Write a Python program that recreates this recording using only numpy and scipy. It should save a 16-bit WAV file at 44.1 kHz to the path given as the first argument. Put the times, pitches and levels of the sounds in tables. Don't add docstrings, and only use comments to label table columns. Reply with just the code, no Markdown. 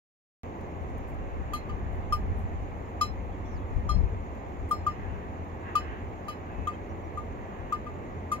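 import sys
import numpy as np
from scipy import signal
from scipy.fft import rfft, irfft
from scipy.io import wavfile
from scipy.ndimage import uniform_filter1d

SR = 44100
rng = np.random.default_rng(int(sys.argv[2]) if len(sys.argv) > 2 else 0)


def digitize_waveform(pressure):
    field = np.atleast_2d(pressure).T
    bounded = np.clip(field, -1, 1)
    quanta = np.round(bounded * 32767).astype(np.int16)
    wavfile.write(sys.argv[1], SR, quanta)


N = 370440
SLOW_STEP = 64
START_S, EDGE_HZ = 0.4336, 15850

# hz, level_db
HISS_SPECTRUM = [(2350, -36.5), (4000, -7.5), (5040, -6.5), (5700, -4), (6820, 4), (7660, -7.5),
                 (8070, -26.5), (8500, -24.5), (10000, -14.5), (12500, -10.5), (15200, -13), (16000, -16.5)]
# hz, level_db
ROAR_SPECTRUM = [(53, -38.5), (90, -3.5), (145, -13), (225, -7), (283, -10), (356, -9), (631, -14),
                 (743, -12.5), (1160, -18), (1410, -28), (2080, -25.5), (3090, -39.5), (4500, -51),
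                 (5850, -77), (9900, -120)]
# hz, level_db
SURGE_SPECTRUM = [(300, -60), (600, -18), (1100, 0), (1380, -4), (1640, 1), (1950, -2), (2250, -10),
                  (2700, -8), (3200, -20), (4500, -36), (7000, -90)]
# peak_s, level_db, rise_and_fall_s
SURGE_SWELLS = [(1.7, -60.5, 0.77), (5.04, -55, 0.2), (5.69, -49, .06), (5.88, -48, .14), (6.55, -59, .25),
                (7.63, -57.5, 0.23)]
ROAR_DB, HISS_DB, CALM_DB = -40.5, -72, -63
# hz, likeness (0-1)
ROAR_LIKENESS = [(100, 1), (270, 0.93), (600, 0.55), (1200, 0.49), (2500, 0.51), (4000, 0), (8000, 0.14)]
# hz, left_lead_rad
ROAR_LEAD = [(20, -2.5), (780, 1.5), (2410, 6), (4050, 11.5)]
# hz, left_over_right_db
FIELD_BALANCE = [(60, 3), (110, -2.5), (200, 1), (380, -2), (700, 0.5), (1290, -2), (2380, -2.5),
                 (4400, -2), (8120, 5.5), (15000, -6.5)]

DRONE_HZ, DRONE_WIDTH_HZ = 86.5, 6
DRONE_DB, DRONE_LIKENESS = -46.5, 0.8

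# time_s, level_db
WIND_STRENGTH = [(0.44, -46), (0.75, -41), (0.9, -36), (1.4, -35.5), (1.9, -35.5), (2.75, -33), (2.87, -42),
                 (3.1, -36.5), (3.6, -36.5), (3.72, -37.5), (4.2, -33.5), (4.4, -44), (5.1, -41),
                 (5.5, -46.5), (5.8, -42), (6.4, -44), (7.2, -42), (8.4, -46)]
# hz, level_db
WIND_SPECTRUM = [(8.8, -61.5), (15, -11), (43, 1), (70, 4.5), (93, 0), (134, -13.5), (200, -14), (260, -40),
                 (440, -120)]
# peak_s, change_db, rise_and_fall_s, left_over_right_db
WIND_GUSTS = [(1.3, -4, .04, 9), (1.44, 4, 0.044, -3), (1.73, 5, .03, 6), (2.12, 3, 0.047, -0.5),
              (2.32, 4.5, 0.029, -3), (3.56, 7, 0.032, 9), (3.76, 8, .04, 9), (3.96, 6.5, 0.11, 8.5),
              (4.63, 9, .04, 3), (5.1, 5.5, 0.069, 10), (6.6, 11.5, 0.032, 5)]
LUMPS_DB, SLOWEST_LUMP_HZ, FASTEST_LUMP_HZ = 1.5, 0.8, 7.6

# time_s, relative level_db, centre_hz, decay_s
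GRASS_RUSTLES = [(0.613, -59, 4600, 0.004), (0.815, -71, 8000, 0.0047), (0.834, -66, 8000, 0.0036),
                 (.901, -65, 11000, .004), (0.981, -58, 11000, 0.0061), (1.075, -65, 12500, .04),
                 (1.146, -63, 11000, 0.0032), (1.907, -74, 12000, .09), (2.36, -66, 12000, 0.071),
                 (2.633, -63, 11000, 0.0019), (2.887, -74, 10000, 0.018), (3.742, -68, 10000, .004),
                 (4.353, -65, 12000, .003), (4.688, -60, 9000, 0.019), (5.445, -69, 4000, .005),
                 (8.2, -76, 4000, 0.009)]

# time_s, pitch_hz, level_db, breathiness (0-1)
BIRD_CHIRP = [(3.446, 5300, -76, .3), (3.455, 5650, -68, .5), (3.49, 6040, -69, .8), (3.55, 5500, -69, .5),
              (3.57, 4500, -69, .1), (3.6, 3100, -77, .1)]
# start_s, length_s, start_hz, middle_hz, end_hz, level_db, breathiness (0-1)
FAINT_WHISTLES = [(3.31, .05, 3040, 3480, 2950, -72, .1), (3.44, .04, 3390, 3420, 3440, -70, .1),
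                  (3.478, .028, 3200, 3240, 3360, -70, .1), (3.6, .045, 3380, 3350, 3300, -72, .1),
                  (5.64, .1, 1105, 1070, 1075, -51, .7), (6.5, .26, 2572, 2582, 2575, -63, .03),
                  (6.728, .035, 3180, 3180, 3120, -63, .05), (6.885, .045, 5840, 5878, 5910, -72, .05),
                  (7.028, .04, 5830, 5835, 5860, -76, .03)]
WHISTLE_FADE_S = 0.012

# time_s, lowest_tone_db, upper_tones_db, brightness_db_per_octave, place_round_rim_rad,
# bell_facing_rad, relative clack_db, swing_rad_per_s, fade_time_s
BELL_BLOWS = [(1.5333, -24, 5.7, 4.2, 0.01, 2.22, 5, 2.2, 0.088),
              (1.692, -35.5, 2, -8, 2.97, 4.52, 6, 3, 0.06),
              (2.1229, -16, 3.1, -0.2, 0.56, 4.23, 1, 1.9, 0.055),
              (3.0102, -15.3, 5.6, -0.5, 4.82, 1.39, 2, 0.2, 0.089),
              (3.8905, -20.5, 2.6, -3, 1.0, 5.87, -2, 4.4, 0.132),
              (4.7098, -16, -5.7, 7.4, 3.57, 5.65, -2, -0.8, 0.12),
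              (4.8646, -16, -6.7, -1.5, 6.08, 1.21, -5, -0.2, 0.131),
              (5.7524, -14, 1.9, -3.2, 1.35, 4.68, 0, 0.4, 0.092),
              (6.2817, -28, 9.5, -1.5, 0.64, 4.45, 2, -0.5, 0.095),
              (6.6709, -20.5, -4.3, 0.4, 2.2, 1.83, 4, 4.2, 0.138),
              (7.1721, -26.5, -8.1, 3.9, 5.35, 4.93, -4, -0.2, 0.096),
              (7.7224, -18.5, -4.5, -2.3, 2.19, 0.14, 1, -1.0, 0.07),
              (7.8643, -33, -2.8, -3.5, 0.0, 1.99, -2, -0.2, 0.107),
              (8.316, -18.5, 2.6, 2.5, 0.11, 2.03, -2, 0.2, 0.075)]
# pitch_hz, swell_s, t60_s, left_over_right_db, left_lead_rad
LOWEST_TONE = (1208, 0.0097, 0.087, 5.4, 1.06)
# pitch_hz, level_under_lowest_tone_db, t60_s, waves_round_rim, node_phase_rad,
# beams_radiated, null_phase_rad, left_over_right_db, left_lead_rad
UPPER_TONES = [(2083, -21.7, 0.45, 1, 0.3, 1, 0.72, 1.0, -2.8),
               (2565, -25.4, 0.28, 4, 0.48, 1, 0.84, -2.0, -1.4),
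               (3009, -23.8, 0.29, 4, 0.78, 4, 0.6, -1.0, -2.3),
               (3165, -29.2, 0.13, 5, 0.6, 1, 0.96, -4.0, -0.3),
               (3243, -24.2, 0.17, 4, 2.58, 5, 0.9, -1.0, -0.1),
               (3461, -36.2, 0.13, 4, 0.3, 3, 1.26, -3.0, 1.3),
               (4040, -27.6, 0.36, 4, 2.7, 3, 1.8, 4.0, 1.1),
               (4217, -24.7, 0.36, 4, 2.28, 5, 0.9, 6.0, -2.0),
               (4605, -27.9, 0.14, 4, 0.54, 4, 0.54, -1.0, -0.2),
               (5122, -36.1, 0.43, 3, 1.38, 1, 0.84, -11.0, -2.6),
               (5275, -22.5, 0.3, 4, 2.0, 1, 2.58, -10.0, -3.0),
               (5469, -36.1, 0.19, 3, 1.02, 4, 2.7, -1.0, -1.0),
               (5908, -31.5, 0.14, 1, 0.06, 1, 0.84, 1.0, -3.0),
               (6285, -30.2, 0.14, 5, 2.04, 3, 0.6, 1.0, -2.9),
               (6675, -27.3, 0.21, 3, 0.24, 3, 1.62, -2.0, -2.1),
               (7027, -30.1, 0.2, 2, 0.12, 2, 3.06, 6.0, -1.4),
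               (7205, -37.8, 0.13, 1, 0.06, 1, 1.14, 5.0, -1.9),
               (7307, -41.2, 0.37, 4, 1.26, 1, 0.6, 6.0, -1.8),
               (8072, -46.8, 0.18, 3, 1.56, 2, 2.88, 11.0, -1.2),
               (8610, -43.6, 0.1, 5, 1.2, 5, 1.56, 12.0, 2.0),
               (8941, -29.8, 0.08, 3, 1.74, 3, 1.32, 3.0, 1.7),
               (9275, -35.3, 0.16, 3, 0.84, 5, 1.62, 7.0, 2.7),
               (9671, -33.1, 0.12, 3, 2.58, 3, 3.12, 6.0, 2.4),
               (10004, -31.2, 0.16, 2, 0.72, 1, 3.0, 9.0, 2.9),
               (10405, -37.3, 0.15, 4, 2.76, 1, 2.88, 10.0, -0.1),
               (10680, -36.5, 0.14, 5, 2.88, 1, 2.64, 12.0, -0.6),
               (10909, -34.1, 0.14, 2, 2.76, 3, 0.66, 5.0, -2.4),
               (11614, -42.3, 0.18, 4, 0.42, 4, 0.48, -0.0, 0.7),
               (12160, -30.4, 0.1, 4, 0.48, 4, 0.6, -3.0, 2.1),
               (13549, -39.0, 0.11, 3, 0.48, 1, 0.9, -6.0, -2.8),
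               (14591, -43.1, 0.12, 5, 1.14, 2, 3.12, -0.0, -1.3),
               (15382, -36.9, 0.12, 3, 1.56, 3, 0.48, 1.0, -0.1)]
# hz, level_db
CLACK_SPECTRUM = [(2000, -27), (3200, 13), (4500, -17), (7000, 4.5), (9000, -18.5), (12500, -19),
                  (15500, -5)]
# hz, level_db
CLATTER_SPECTRUM = [(2800, -47), (3300, -43.5), (5000, -65), (7200, -43), (8300, -50.5), (10000, -55.5),
                    (12300, -43), (14000, -53.5), (15500, -49)]
WAVER_DB, SLOWEST_WAVER_HZ, FASTEST_WAVER_HZ = 3.5, 8, 40

LEFT_RIGHT = np.array([[0.5], [-0.5]])


def gain_of(db):
    return 10 ** (np.asarray(db) / 20)


def evened(x):
    return x / np.sqrt(np.mean(x ** 2) + 1e-20)


def read(points, hz):
    f, value = np.transpose(points)
    return np.interp(np.log(hz + 1), np.log(f + 1), value)


def add(mix, s, sound):
    part = mix[:, round(s * SR):][:, :sound.shape[1]]
    part += sound[:, :part.shape[1]]


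def coloured(x, spectrum):
    hz = np.fft.rfftfreq(x.shape[-1], 1 / SR)
    return irfft(rfft(x) * gain_of(read(spectrum, hz)), x.shape[-1])


def slow_times():
    return np.arange(0, N, SLOW_STEP) / SR


def bump(peak_s, width_s):
    return np.exp(-((slow_times() - peak_s) / width_s) ** 2)


def filled(slow):
    return np.repeat(slow, SLOW_STEP, axis=-1)[..., :N]


def field(size, spectrum, likeness, lead=0, patchy_db=1.0):
    hop = size // 4
    frames = N // hop + 5
    hz = np.fft.rfftfreq(size, 1 / SR)[:, None]
    a, b, c, d, patches = rng.standard_normal((frames, len(hz), 5)).T
    patches = uniform_filter1d(patches, size=10, axis=0)
    patches = evened(uniform_filter1d(patches, size=12, axis=1))
    same = np.clip(likeness, 0, 1)
    left, own = a + 1j * b, c + 1j * d
    right = same * left * np.exp(-1j * lead) + np.sqrt(1 - same ** 2) * own
    tilt = gain_of(read(FIELD_BALANCE, hz) / 2)
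    cells = np.array([left * tilt, right / tilt]) * gain_of(read(spectrum, hz) + patchy_db * patches)
    return evened(signal.istft(cells, nperseg=size, noverlap=size - hop)[1][:, :N])


def microphone_hiss():
    return gain_of(HISS_DB) * field(512, HISS_SPECTRUM, 0.16, patchy_db=1.5)


def water():
    hz = np.fft.rfftfreq(1024, 1 / SR)[:, None]
    likeness, lead = read(ROAR_LIKENESS, hz), read(ROAR_LEAD, hz)
    roar = field(1024, ROAR_SPECTRUM, likeness, lead, patchy_db=0.53)
    surge = field(1024, SURGE_SPECTRUM, likeness, lead, patchy_db=1.5)
    surge_level = gain_of(CALM_DB)
    surge_level = surge_level + sum(gain_of(db) * bump(s, width) for s, db, width in SURGE_SWELLS)
    return gain_of(ROAR_DB) * roar + filled(surge_level) * surge


def drone():
    hz = np.fft.rfftfreq(N, 1 / SR)
    shared, own = rng.standard_normal((N, 2)).T
    right = DRONE_LIKENESS * shared + np.sqrt(1 - DRONE_LIKENESS ** 2) * own
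    resonance = 1 / (1 + (2 * (hz - DRONE_HZ) / DRONE_WIDTH_HZ) ** 2)
    hum = irfft(rfft(np.array([shared, right])) * resonance, N)
    return gain_of(DRONE_DB) * evened(hum)


def wind():
    swings = field(4096, WIND_SPECTRUM, 0.31, patchy_db=2.06)
    t = slow_times()
    rate = np.geomspace(SLOWEST_LUMP_HZ, FASTEST_LUMP_HZ, 24)[:, None]
    turn = rng.random((2, 24, 1))
    lumps = evened((np.sin(2 * np.pi * (rate * t + turn)) / np.sqrt(rate)).sum(1))
    db = np.interp(t, *np.transpose(WIND_STRENGTH)) + LUMPS_DB * lumps
    for s, gust_db, width, pan_db in WIND_GUSTS:
        db = db + (gust_db + LEFT_RIGHT * pan_db) * bump(s, width)
    return swings * filled(gain_of(db))


def rustle(db, hz, decay):
    t = np.arange(SR // 6) / SR
    band = [(hz / 4.6, -15), (hz, 0), (hz * 4.1, -5)]  # hz, relative level_db
    puff = evened(coloured(rng.standard_normal((2, len(t))), band))
    envelope = (1 - np.exp(-5 * t / decay)) * np.exp(-(t / decay) ** 2)
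    return gain_of(db + 0.5) * puff * envelope


def arch(s, length, start_hz, middle_hz, end_hz, db, breathy):
    glide = ((0, start_hz), (0.5, middle_hz), (1, end_hz))
    return [(s + part * length, hz, db, breathy) for part, hz in glide]


def whistle(rows):
    s, *columns = np.transpose(rows)
    t = np.arange(s[0], s[-1], 1 / SR)
    hz, db, breathy = (np.interp(t, s, c) for c in columns)
    shake = evened(uniform_filter1d(rng.standard_normal((2, len(t))), size=60))
    pitch = hz * (1 + 0.061 * breathy * shake)
    tone = np.sin(2 * np.pi * np.cumsum(pitch, axis=1) / SR)
    fades = signal.windows.tukey(len(t), min(1, WHISTLE_FADE_S * 2 / (s[-1] - s[0])))
    return np.sqrt(2) * gain_of(db) * tone * fades


def lobes(count, angle, phase):
    return np.sqrt(np.cos(count * angle + phase) ** 2 + 0.01)


def lowest_tone(t):
    hz, swell, t60, pan_db, lead = LOWEST_TONE
    ring = (1 - np.exp(-t / swell)) * gain_of(-60 * t / t60)
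    balance = gain_of(LEFT_RIGHT * pan_db) / gain_of(pan_db / 2)
    return balance * ring / ring.max() * np.sin(2 * np.pi * hz * t + lead * LEFT_RIGHT)


def upper_tones(t, upper_db, bright_db, place, facing, swing, fade_s):
    hz, tone_db, t60, waves, node, beams, null, pan_db, lead = np.transpose(UPPER_TONES)[:, :, None]
    share = lobes(waves, place, node) * lobes(beams, facing + swing * t, null)
    level = share * gain_of(tone_db + upper_db + bright_db * np.log2(hz / 4000) - 60 * t / t60)
    level *= np.exp(-(t / fade_s) ** 2)
    rate, start = rng.random((len(UPPER_TONES), 2)).T[:, :, None]
    waver_hz = np.interp(rate, (0, 1), (SLOWEST_WAVER_HZ, FASTEST_WAVER_HZ))
    level *= gain_of(WAVER_DB * np.sin(2 * np.pi * (waver_hz * t + start)))
    turn = 2 * np.pi * (hz * t + rng.random((len(UPPER_TONES), 1)))
    return np.array([(level * gain_of(sign * pan_db) * np.sin(turn + sign * lead)).sum(0)
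                     for sign in (0.5, -0.5)])


def clatter(t, db, count=70):
    place, size, left, right, pan = rng.random((count, 5)).T[:, :, None]
    hz = 2800 + 12900 * place
    fade = np.hanning(2 * len(t))[len(t):]
    ring = gain_of(read(CLATTER_SPECTRUM, hz) + db - 28 * size - 60 * t / 0.25) * fade
    return np.array([(ring * lean * np.sin(2 * np.pi * (hz * t + turn))).sum(0)
                     for turn, lean in ((left, pan), (right, 1 - pan))])


def clank(db, upper_db, bright_db, place, facing, clack_db, swing, fade_s):
    t = np.arange(SR // 5) / SR
    onset = 1 - np.exp(-t / 0.0026)
    out = lowest_tone(t)
    out += onset * upper_tones(t, upper_db, bright_db, place, facing, swing, fade_s)
    clack = evened(coloured(rng.standard_normal((2, len(t))), CLACK_SPECTRUM))
    out += onset * clack * gain_of(clack_db - 24.5 - 60 * t / 0.058)
    short = 5000
    out[:, :short] += onset[:short] * clatter(t[:short], upper_db + 0.91 * bright_db + 8)
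    return gain_of(db) * out


def scene():
    mix = microphone_hiss() + water() + drone() + wind()
    for s, *row in GRASS_RUSTLES:
        add(mix, s - 0.002, rustle(*row))
    for rows in [BIRD_CHIRP] + [arch(*row) for row in FAINT_WHISTLES]:
        add(mix, rows[0][0], whistle(rows))
    for s, *blow in BELL_BLOWS:
        add(mix, s, clank(*blow))
    return mix


def record(dry):
    cut = dry * (np.arange(N) >= START_S * SR)
    low_pass = signal.firwin(511, EDGE_HZ, window=("kaiser", 9), fs=SR)
    return signal.oaconvolve(cut, low_pass[None], "same")


dry = scene()
out = record(dry)
digitize_waveform(out)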